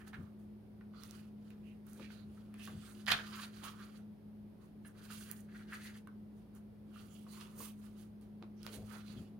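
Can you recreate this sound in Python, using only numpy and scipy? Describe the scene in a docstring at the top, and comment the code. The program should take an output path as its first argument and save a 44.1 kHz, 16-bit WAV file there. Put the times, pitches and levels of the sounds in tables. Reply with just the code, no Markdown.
"""In a small room with a low hum, pages of a hardcover book are turned by hand, close by. Sheets slide and
flex: tiny random slips drive the ring of the bent paper, a dry scrape and a fine fizz. Sheets buckle with soft
snaps, made of a jolt and a burst of noise, and fingertips tap the paper twice; edges tick, and smooth bands of
noise give faint swishes and puffs of air. One sheet catches and flicks free with a loud crack."""
import sys
import numpy as np
from scipy import signal
from scipy.fft import rfft, irfft
from scipy.io import wavfile

SR = 44100
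rng = np.random.default_rng(int(sys.argv[2]) if len(sys.argv) > 2 else 0)


def persist_wave(psi):
    """Save psi, clipped to +-1, as 16-bit WAV."""
    counts = np.round(np.clip(psi, -1, 1) * 32767).astype(np.int16)
    wavfile.write(sys.argv[1], SR, np.atleast_2d(counts).T)


N = 414319
TIME = np.arange(N) / SR  # seconds


def amp(db):
    """Turns decibels into a gain."""
    return 10 ** (np.asarray(db) / 20)


def unit(x):
    """Scales a sound to an average strength (rms) of 1."""
    return x / np.sqrt(np.mean(x ** 2) + 1e-20)


def read(points, hz):
    """Reads a curve between its points, spaced by pitch as the ear does (log frequency)."""
    f, value = np.transpose(points)
    return np.interp(np.log(hz + 1), np.log(f + 1), value)


def add(mix, s, sound):
    """Mixes a sound in, starting at s seconds."""
    part = mix[max(round(s * SR), 0):][:len(sound)]
    part += sound[:len(part)]


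def colour(x, points, size=4096):
    """Gives a sound the (Hz, dB) shape with a filter that never sounds before its input."""
    hz = abs(np.fft.fftfreq(size, 1 / SR))
    log_gain = np.log(amp(read(points, hz)))
    minimum_phase = np.exp(np.conj(signal.hilbert(log_gain)))
    taps = np.fft.ifft(minimum_phase).real
    return signal.oaconvolve(x, taps[:size // 2])[:len(x)]


def resonate(x, hz, width):
    """Rings at hz with a gain of about 1; hz may be a curve, and a wider ring (Hz) dies sooner."""
    turn = np.exp(2j * np.pi * np.cumsum(hz * np.ones(len(x))) / SR)
    r = np.exp(-np.pi * width / SR)
    shifted = x / turn + 1e-18  # the ring pitch moved to 0 Hz; the tiny offset avoids vanishing numbers
    smooth = signal.lfilter([1 - r], [1, -r], shifted)
    return 2 * (turn * smooth).real


def drift(rate, count=N):
    """A slow random curve around 0, with rate new values per second joined by straight lines."""
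    knots = rng.standard_normal(4096)
    return np.interp(np.arange(count) * rate / SR, np.arange(len(knots)), knots)


def place(x, pan_db):
    """Sets a sound between the two microphone ports; the left one hears it one sample later."""
    left = amp(pan_db)
    return np.array([left * np.roll(x, 1), x]) * 2 / (1 + left)


def swells(rows, octaves, pan_db):
    """Each row is a band of noise that rises and dies away smoothly."""
    out = np.zeros(N)
    for (s, db, hz, length), noise in zip(rows, rng.standard_normal((len(rows), SR))):
        edges = np.minimum(hz * 2 ** (np.array([-.5, .5]) * octaves), SR / 2 - 1)
        band_filter = signal.butter(2, edges, "bandpass", fs=SR, output="sos")
        band = signal.sosfilt(band_filter, noise)[-int(length * SR):]
        add(out, s - length / 2, amp(db - 5.5) * unit(band * np.hanning(len(band))))
    return place(out, pan_db)


def hum():
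    """A machine in the room: a few wavering tones that swell and dip together."""
    # The tones of the machine. Each row: pitch in Hz, level in dB, waver from 0 to 1.
    hum_tones = [(53.6, -75.5, 0.3), (107.3, -64, 0.1), (169.2, -75, 0.7), (210.9, -53, 0.23),
                 (291, -79.5, 0.72), (352.7, -73.5, 1)]
    # How the hum swells and dips. Each row: time in seconds, level in dB (only its changes count).
    hum_level = [(0.0, -55.5), (0.05, -53.5), (1.83, -55.5), (2.77, -52), (4.13, -55.5), (4.18, -60.5),
                 (4.39, -52), (4.71, -61), (4.79, -55.5), (5.07, -55.5), (5.18, -52), (6.14, -55.5),
                 (9.28, -53), (9.39, -54)]
    lag_s, left_db = .00025, 0.8  # the hum reaches the left port later and a little louder
    s, level_db = np.transpose(hum_level)
    swell = amp(np.interp(TIME, s, level_db - level_db.mean()))
    heard = np.array([TIME - lag_s, TIME])
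    tones = np.zeros((2, N))
    for hz, db, waver in hum_tones:
        wavering = 1 + waver * (drift(11) + 1j * drift(15))  # changes both strength and phase
        tone = (wavering * np.exp(2j * np.pi * hz * heard)).real
        tones += amp(db) * unit(swell * tone)
    return tones * amp([[left_db / 2], [-left_db / 2]])


def hiss():
    """Faint shaped noise; the two sides share its low part and differ more in the treble."""
    # The tone colour of the hiss. Each row: frequency in Hz, relative level in dB per Hz.
    hiss_shape = [(150, -29.5), (260, -8), (304, -2.5), (325, -11.5), (361, -4.5), (459, -9.5),
                  (501, -13.5), (546, -12.5), (719, -17), (869, -19.5), (1110, -25), (3830, -36),
                  (5000, -38), (6500, -46.5), (7890, -42.5), (9400, -40), (14400, -40), (16000, -52.5)]
    # How alike left and right are. Each row: frequency in Hz, likeness from 0 to 1.
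    likeness = [(60, 0.99), (150, 0.93), (380, 0.39), (950, 0.16), (2380, 0.0075), (5980, 0.024),
                (15000, 0.01)]
    a, b = rng.standard_normal((2, N))
    same = np.clip(read(likeness, np.fft.rfftfreq(N, 1 / SR)), 0, 1)
    partner = irfft(same * rfft(a) + np.sqrt(1 - same ** 2) * rfft(b), N)
    left = amp(-1.2) * unit(colour(a, hiss_shape))
    right = unit(colour(partner, hiss_shape))
    return amp(-64) * np.array([left, right])


def rumble():
    """Low noise that is mostly, but not fully, the same on both sides."""
    # The tone colour of the rumble. Each row: frequency in Hz, relative level in dB per Hz.
    rumble_shape = [(15, -41.5), (25, -27), (38, -10.5), (58, 1.5), (80, 0.5), (125, -1), (180, 5),
                    (250, -4), (330, -26), (600, -48.5)]
    shared, difference = rng.standard_normal((2, N))
    sides = [unit(colour(shared + side * difference, rumble_shape)) for side in (.35, -.35)]
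    return amp(-61.0) * np.array(sides)


def puffing():
    """A moving sheet or book pushes air, heard as soft, wide bands of mostly low noise."""
    # A falling sheet pushes air, or the book shifts in the hand.
    # Each row: middle in seconds, relative level in dB, centre in Hz, length in seconds.
    puffs = [(0.21, -46, 123, 0.15), (2.009, -52.5, 253, 0.11), (2.288, -54, 108, 0.2),
             (2.70, -62, 525, 0.096), (2.76, -47.5, 124.5, 0.13), (3.12, -47.5, 140, 0.14),
             (7.61, -53.5, 252, .1), (8.435, -53.5, 300, 0.065), (8.776, -54.5, 330, 0.31),
             (8.824, -52.5, 78, 0.23), (8.95, -60.5, 744, 0.15), (9.1, -53, 137, 0.085),
             (9.194, -47, 137, 0.18), (9.325, -63, 252, 0.28)]
    return swells(puffs, octaves=1.33, pan_db=2.4)


def swishing():
    """A gliding touch on smooth paper gives faint, narrow bands of noise."""
    # A fingertip or page edge glides over smooth paper.
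    # Each row: middle in seconds, relative level in dB, pitch in Hz, length in seconds.
    swishes = [(0.985, -68.5, 4430, 0.096), (1.0, -70, 1330, 0.16), (1.69, -69.5, 2680, 0.16),
               (2.045, -62.5, 2490, 0.13), (2.19, -70.5, 4050, 0.2), (2.62, -59, 2680, 0.1),
               (2.85, -67, 8200, 0.27), (4.87, -63, 10160, 0.053), (6.97, -68, 2864, 0.13),
               (7.16, -73, 3070, 0.26), (7.13, -71, 6900, 0.13), (7.33, -66, 4350, 0.14),
               (7.635, -57, 14000, 0.19), (8.59, -76.5, 5710, 0.077), (9.10, -64.5, 4200, 0.12),
               (9.18, -65, 3300, 0.064)]
    return swells(swishes, octaves=0.24, pan_db=-18.0)


def ticking(size=1024):
    """Edges slipping past each other give very short bright ticks."""
    # A paper edge slips off another.
    # Each row: start in seconds, relative level in dB, brightest frequency in Hz.
    ticks = [(0.0803, -59, 10000), (1.0357, -48.5, 5600), (1.0771, -60, 9500), (1.11, -49.5, 6500),
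             (1.5041, -64, 8900), (1.8676, -59, 12000), (1.898, -63, 9900), (1.9328, -56, 8400),
             (2.5412, -59.5, 8950), (2.654, -51, 10000), (3.0615, -53, 4500), (3.1162, -34.5, 14000),
             (3.6376, -56, 9000), (5.314, -36.5, 14500), (5.322, -51, 13000), (6.0732, -63, 8960),
             (6.551, -61, 11100), (7.41, -52, 4000), (8.2123, -66, 9000), (8.631, -52, 4500),
             (8.6662, -45.5, 4080), (8.674, -64, 6000)]
    slip_s, shiver_s, shiver_share = 0.00066, .0032, 0.083  # the slip, then the weak shiver that outlasts it
    out, t = np.zeros(N), np.arange(size) / SR
    for (s, db, hz), noise in zip(ticks, rng.choice([-1., 1.], (len(ticks), size))):
        burst = noise * (np.exp(-t / slip_s) + shiver_share * np.exp(-t / shiver_s))
        thin = np.diff(burst, prepend=0)  # takes away the bass
        add(out, s, amp(db - 9) * unit(resonate(thin, hz, 0.405 * hz)))
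    return place(out, pan_db=-9)


def snapping(size=4096):
    """Each buckle or tap is one jolt and a short burst of crumple that ring the sheet; low ones are dull."""
    # The sheet buckles; a narrow ring is a soft knock, a wider one a dry crack. The two widest rings, near the
    # end, are fingertips tapping the paper. Each row: start in # seconds, relative level in dB, ring in Hz,
    # width of the ring in Hz, decay in seconds.
    snaps = [(0.074, -53, 1560, 600, 0.0042), (0.132, -47, 1580, 400, .004),
             (0.141, -50, 2100, 700, 0.0098), (0.81, -57, 1510, 600, 0.0044), (0.937, -57, 1340, 450, .003),
             (1.035, -58, 2590, 1000, .0036), (1.505, -57, 2230, 900, 0.0026),
             (1.997, -52.5, 980, 600, 0.0023), (2.103, -51.5, 1700, 700, 0.007),
             (2.542, -55, 2030, 800, 0.0017), (2.595, -53, 2400, 800, 0.0059),
             (2.675, -44, 1450, 550, 0.0077), (3.0668, -39, 3270, 1400, .001),
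             (3.079, -32.5, 2230, 800, 0.0032), (3.084, -30.5, 2040, 700, 0.0052),
             (3.092, -35, 2650, 1000, .005), (3.1029, -28.5, 3250, 1300, .004),
             (3.1165, -27, 3000, 1300, 0.0027), (3.119, -18.5, 3400, 1290, .0025),
             (3.122, -30, 1714, 601, 0.0027), (3.125, -28, 2533, 998, .008),
             (3.189, -36.5, 1670, 600, 0.01), (3.435, -46, 1400, 550, .007),
             (3.636, -45, 1210, 400, 0.0059), (4.848, -50.5, 1780, 400, 0.014),
             (5.102, -46, 1390, 550, 0.017), (6.073, -49, 1540, 219, 0.0018),
             (6.96, -51.5, 1320, 350, 0.0035), (7.266, -54.5, 1100, 450, 0.0096),
             (7.413, -50, 2320, 1200, .0015), (7.603, -47, 1104, 350, 0.0063),
             (8.4258, -49, 2020, 4000, 0.00099), (8.666, -41, 2200, 3500, 0.00058)]
    # What a buckling sheet gives off. Each row: frequency in Hz, relative level in dB.
    sheet_shape = [(100, -22.5), (350, -12.5), (600, -5.5), (880, -6), (1200, -3.5), (1700, -9.5),
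                   (2300, -11), (3200, -6.5), (4500, -7), (6000, -12), (16000, -1.5)]
    even_s = .0018  # a buckle with this decay is half jolt, half crumple; longer ones crumple more
    top = 2.4  # where a buckle's treble starts to fall, as a multiple of its ring frequency
    out, t = np.zeros(N), np.arange(size) / SR
    click = 1. * (t == 0)
    for (s, db, hz, width_hz, decay), noise in zip(snaps, rng.standard_normal((len(snaps), size))):
        crumple = decay / (decay + even_s)
        jolt = unit(colour(resonate(click, hz, width_hz), sheet_shape))
        burst = unit(colour(resonate(noise * np.exp(-t / decay), hz, width_hz), sheet_shape))
        softness = signal.butter(2, min(top * hz, SR / 3), fs=SR)
        snap = signal.lfilter(*softness, (1 - crumple) * jolt + crumple * burst)
        add(out, s, amp(db - 18) * unit(snap))
    return place(out, pan_db=-7.0)


def grains(count, per_s, spread_db, clump_db):
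    """Tiny slips of fibre on fibre: random clicks of uneven size, stronger in clumps."""
    size, sign, chance = rng.random((3, SR))[:, :count]
    size_db = spread_db * np.minimum(-np.log(1 - size), 5)
    clicks = amp(size_db) * np.sign(sign - .5) * (chance < per_s / SR)
    return unit(clicks * amp(clump_db * drift(70, count)))


def between_leaves(x):
    """Sound bounces in the gap between leaves; the colour shifts as the gap opens and shuts."""
    echo_s = .0005  # typical round trip in the wedge of air
    at = np.arange(len(x))
    delay = echo_s * SR * np.exp(.3 * drift(5, len(x)))
    return x + .22 * np.interp(at - delay, at, x)


def sliding(flex_db, scrape_db, fizz_db, ring_hz, scrape_hz):
    """Slips on one patch of paper drive the ring of the bent sheet, a dry scrape and a fine fizz."""
    # The three tone colours; a sliding sheet gives off little bass.
    # Each row: frequency in Hz, relative level in dB.
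    flex_shape = [(200, -37), (600, -10), (900, -3.5), (1130, 2.5), (1700, -2.5), (2300, -5), (3200, -2),
                  (6000, -26), (16000, -36)]
    scrape_shape = [(700, -29.5), (1800, -5), (2900, -0.5), (3800, -3.5), (4700, -0.5), (5600, -6.5),
                    (7000, -3.5), (9000, -13), (16000, -30.5)]
    fizz_shape = [(3000, -28), (6000, -3), (8500, 1.5), (10000, 1), (12500, -3), (15500, -3)]
    count = len(flex_db)
    bending = resonate(grains(count, per_s=3100, spread_db=0.5, clump_db=4.5), ring_hz, 410)
    scraping = resonate(grains(count, per_s=4000, spread_db=2.5, clump_db=3.5), scrape_hz, 2400)
    fibres = grains(count, per_s=14000, spread_db=3.5, clump_db=3.0)
    flex = amp(flex_db - 1.5) * unit(colour(bending, flex_shape))
    scrape = amp(scrape_db - 1.5) * unit(colour(scraping, scrape_shape))
    fizz = amp(fizz_db + 2.4) * unit(colour(fibres, fizz_shape))
    return between_leaves(flex + scrape + fizz)


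def stroke(rise, fall, db, flex_db, fizz_db, ring_hz, pan_db):
    """A sheet speeds up and slows down, and its speed sets level and brightness."""
    drop_db, roundness = 10, 1.4  # fall in speed over one rise or fall time; 1 = pointed, 2 = round
    flex_power, fizz_power = 1, 1.1  # how steeply each follows speed; the scrape follows in proportion
    slow_hz, brighter_hz = 3050, 400  # the scrape gets brighter with speed
    slack = 0.069  # share by which the ring sinks as the sheet relaxes
    edge_share = .55  # strength of the patch at the page edge against the one in the middle
    t = np.arange(-2 * rise, 2 * fall, 1 / SR)  # 0 is the moment of top speed
    speed_db = -drop_db * np.maximum(-t / rise, t / fall) ** roundness
    speed = amp(speed_db)
    controls = dict(
        flex_db=db + flex_db + flex_power * speed_db,
        scrape_db=db + speed_db,
        fizz_db=db + fizz_db + fizz_power * speed_db,
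        ring_hz=ring_hz * (1 - slack * (1 - speed)),
        scrape_hz=slow_hz + brighter_hz * speed)
    # A page is wide: two patches slide at once and reach the ports differently.
    middle = place(sliding(**controls), pan_db)
    edge = place(sliding(**controls), pan_db)
    return middle + edge_share * edge * [[1], [-1]]


def rubbing():
    """Paper pushed over paper: every stroke, placed by its moment of top speed."""
    # Each row is one push: top speed in seconds, speeding up in seconds, slowing down in seconds,
    # relative scrape level in dB, flexing in dB above the scrape, fizz in dB above the scrape,
    # ring of the bent sheet in Hz, left against right in dB.
    strokes = [ (0.005, 0.021, 0.054, -75, 13.5, -1.5, 1670, -7),
               (0.078, 0.013, 0.027, -65.5, 0, -0.5, 1600, -8),
               (0.143, 0.014, 0.028, -80, 25, 3, 1620, -10),
               (0.2, 0.056, 0.096, -78.5, 11, -2.5, 1250, -15), (0.395, 0.011, .07, -87, 2, 8, 1130, -4),
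               (0.97, 0.032, 0.075, -70.5, 5, -14, 1240, -9), (1.049, 0.055, 0.14, -64, -3, -3, 1330, -9.5),
               (1.16, 0.056, 0.081, -68, 0.5, -5, 1520, -9), (1.481, 0.093, 0.12, -76.5, 0, -6.5, 1350, -9),
               (1.68, 0.062, .11, -85, 8, 1, 2120, -18), (1.89, 0.024, 0.031, -69.5, 5.5, 1, 1350, -8),
               (1.94, 0.04, 0.11, -72, -2, 3.5, 1450, -7), (2.04, 0.044, 0.041, -62, -2, -14, 1840, -10),
               (2.119, 0.021, 0.084, -63.5, -0.5, -9, 1470, -14),
               (2.39, 0.15, 0.14, -76.5, 1, -3, 1330, -5), (2.56, 0.031, 0.054, -75, 8, -10, 1790, 3),
               (2.645, 0.055, 0.088, -59, -4.5, -2.5, 1830, -5),
               (2.9, 0.16, 0.065, -63.5, -3.5, -2, 1400, -7.5),
               (3.0, .04, 0.075, -66.5, -0.5, -4.5, 1400, -8),
               (3.084, 0.01, 0.022, -43.5, 9, -6.5, 2020, -5),
               (3.12, 0.028, 0.02, -40.5, 10.5, -8.5, 1751, -2.5),
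               (3.18, .04, 0.083, -53.5, 0, -12.5, 1530, -13),
               (3.279, .04, 0.053, -56.5, -0.5, -7.5, 1290, -6),
               (3.36, 0.038, 0.073, -52, 4, -9.5, 1310, -8),
               (3.435, 0.044, 0.039, -52.5, -3.5, -4.5, 1490, -4.5),
               (3.56, 0.066, 0.24, -64.5, 2, -5, 1400, -7),
               (3.648, 0.018, 0.066, -52.5, 4.5, -4.5, 1170, -8),
               (3.82, 0.046, 0.086, -63, 4, -7.5, 1380, -6.5),
               (3.97, 0.061, 0.048, -69.5, 0.5, -4.5, 1440, -8),
               (4.645, 0.057, 0.058, -77.5, 4, -3.5, 1097, -5),
               (4.87, 0.025, 0.05, -76, 4.5, 7, 1520, -4.5),
               (4.99, 0.033, 0.086, -68, 4.5, -3.5, 1460, -4.5),
               (5.056, 0.03, 0.024, -64.5, -3.5, 0, 1420, -8),
               (5.134, .04, 0.045, -55.5, -5.5, -1.5, 1350, -8.5),
               (5.199, 0.059, .11, -60, -9.5, 2.5, 1530, -3.5),
               (5.309, 0.067, 0.039, -68.5, 9.5, 6, 1700, -4),
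               (5.374, 0.026, 0.057, -71, 2.5, 6.5, 1700, -7.5), (5.57, .06, 0.11, -67, 7, -6, 1690, -3.5),
               (5.741, 0.035, 0.047, -54.5, 6, -6, 1690, -2), (5.871, 0.078, 0.04, -57, 0, -3, 1910, -2),
               (5.965, 0.036, 0.035, -64, 0, -2, 1900, -2.5), (6.39, 0.048, .06, -82, -4.5, 1.5, 1220, -4),
               (6.565, 0.024, 0.028, -75.5, 8, 6, 1430, -4.5),
               (6.99, 0.066, 0.082, -67.5, 3, -3, 1300, -10.5),
               (7.18, 0.16, 0.12, -72.5, -3.5, 2, 1290, -10.5),
               (7.321, 0.031, .06, -68, -11, 5.5, 1310, -8), (7.41, 0.075, 0.066, -59, 0.5, -3.5, 1190, -6),
               (7.51, .04, 0.068, -72, 6, -1, 1160, -6), (7.61, 0.039, 0.057, -60, 0.5, 7.5, 1120, -4),
               (7.654, 0.036, 0.052, -59, -6, 3.5, 1240, -6), (7.851, .09, 0.079, -74, 3, 1.5, 1260, -11),
               (8.015, 0.064, 0.048, -70, -3, 0.5, 1370, -9.5),
               (8.22, 0.0096, 0.048, -78, 2, 0.5, 1300, -9),
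               (8.675, 0.056, 0.063, -61.5, -2.5, -5, 1400, -8),
               (8.74, 0.023, 0.049, -56.5, -9.5, 1, 1720, -8), (8.85, 0.071, 0.084, -72, -13, -1, 1320, -9),
               (8.93, 0.044, 0.071, -64, 8, -0.5, 1440, -17),
               (8.994, 0.042, 0.048, -63, -2.5, -10, 1470, -8), (9.1, .05, 0.067, -62, -5, -7, 1290, -9),
               (9.18, 0.044, 0.088, -67, -5, -5, 1250, -9)]
    out = np.zeros((2, N))
    for s, rise, *rest in strokes:
        start = s - 2 * rise
        before_start = max(round(-start * SR), 0)  # samples that fall before time 0
        sound = stroke(rise, *rest)[:, before_start:]
        for channel in range(2):
            add(out[channel], start, sound[channel])
    return out


def room(x, wet_db, near_db, count=3):
    """Adds quick reflections off the moving book and hands, then the short tail of the room."""
    # The left port faces away. 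Each row: frequency in Hz, change in dB.
    left_shade = [(200, 4), (2000, 1.5), (4000, -4), (8000, -3), (12500, -2.5), (16000, -10)]
    # How fast the room falls silent. Each row: frequency in Hz, time to fall by 60 dB in seconds.
    fade_times = [(150, 0.74), (800, 0.21), (2000, 0.2), (5000, 0.15), (15000, 0.18)]
    t = np.arange(SR // 2) / SR
    direct = np.array([colour(x[0], left_shade), x[1]])
    centre = direct.mean(0)[None]
    out = direct.copy()
    for k in range(count):
        # The sound moves smoothly between a few random echo patterns.
        share = np.sqrt(2 / count) * np.cos(np.pi * (TIME / .8 + k / count))
        taps = rng.standard_normal((2, len(t))) * (rng.random((2, len(t))) < 7000 / SR)
        near = taps * (t > .0008) * np.exp(-t / 0.0024)
        hz, age, z = signal.stft(taps * (t > .007), SR, nperseg=256)
        fading = z * amp(-60 * age / read(fade_times, hz)[:, None])
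        tail = signal.istft(fading, SR, nperseg=256)[1][:, :len(t)]
        for source, echo, db in ((direct, near, near_db), (centre, tail, wet_db)):
            even_echo = echo / np.sqrt(np.sum(echo ** 2, axis=1, keepdims=True))
            out += amp(db) * signal.oaconvolve(source * share, even_echo, axes=1)[:, :N]
    return out


def scene():
    """The book in the room."""
    background = hum() + hiss() + rumble()
    sliding_paper = rubbing() + swishing() + ticking()
    rustle = room(sliding_paper, wet_db=-9.5, near_db=-15)
    snaps = room(snapping(), wet_db=-2.5, near_db=-7.5)
    return background + puffing() + snaps + rustle


def record(dry):
    """The microphone ports cut a notch in the treble; then all above about 16 kHz is removed."""
    notched = np.array([v - 0.65 * resonate(v, 7750, 1000) for v in dry])
    band_limit = signal.firwin(511, 16000, window=("kaiser", 9), fs=SR)
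    return signal.oaconvolve(notched, band_limit[None], "same")


dry = scene()
out = record(dry)
persist_wave(out)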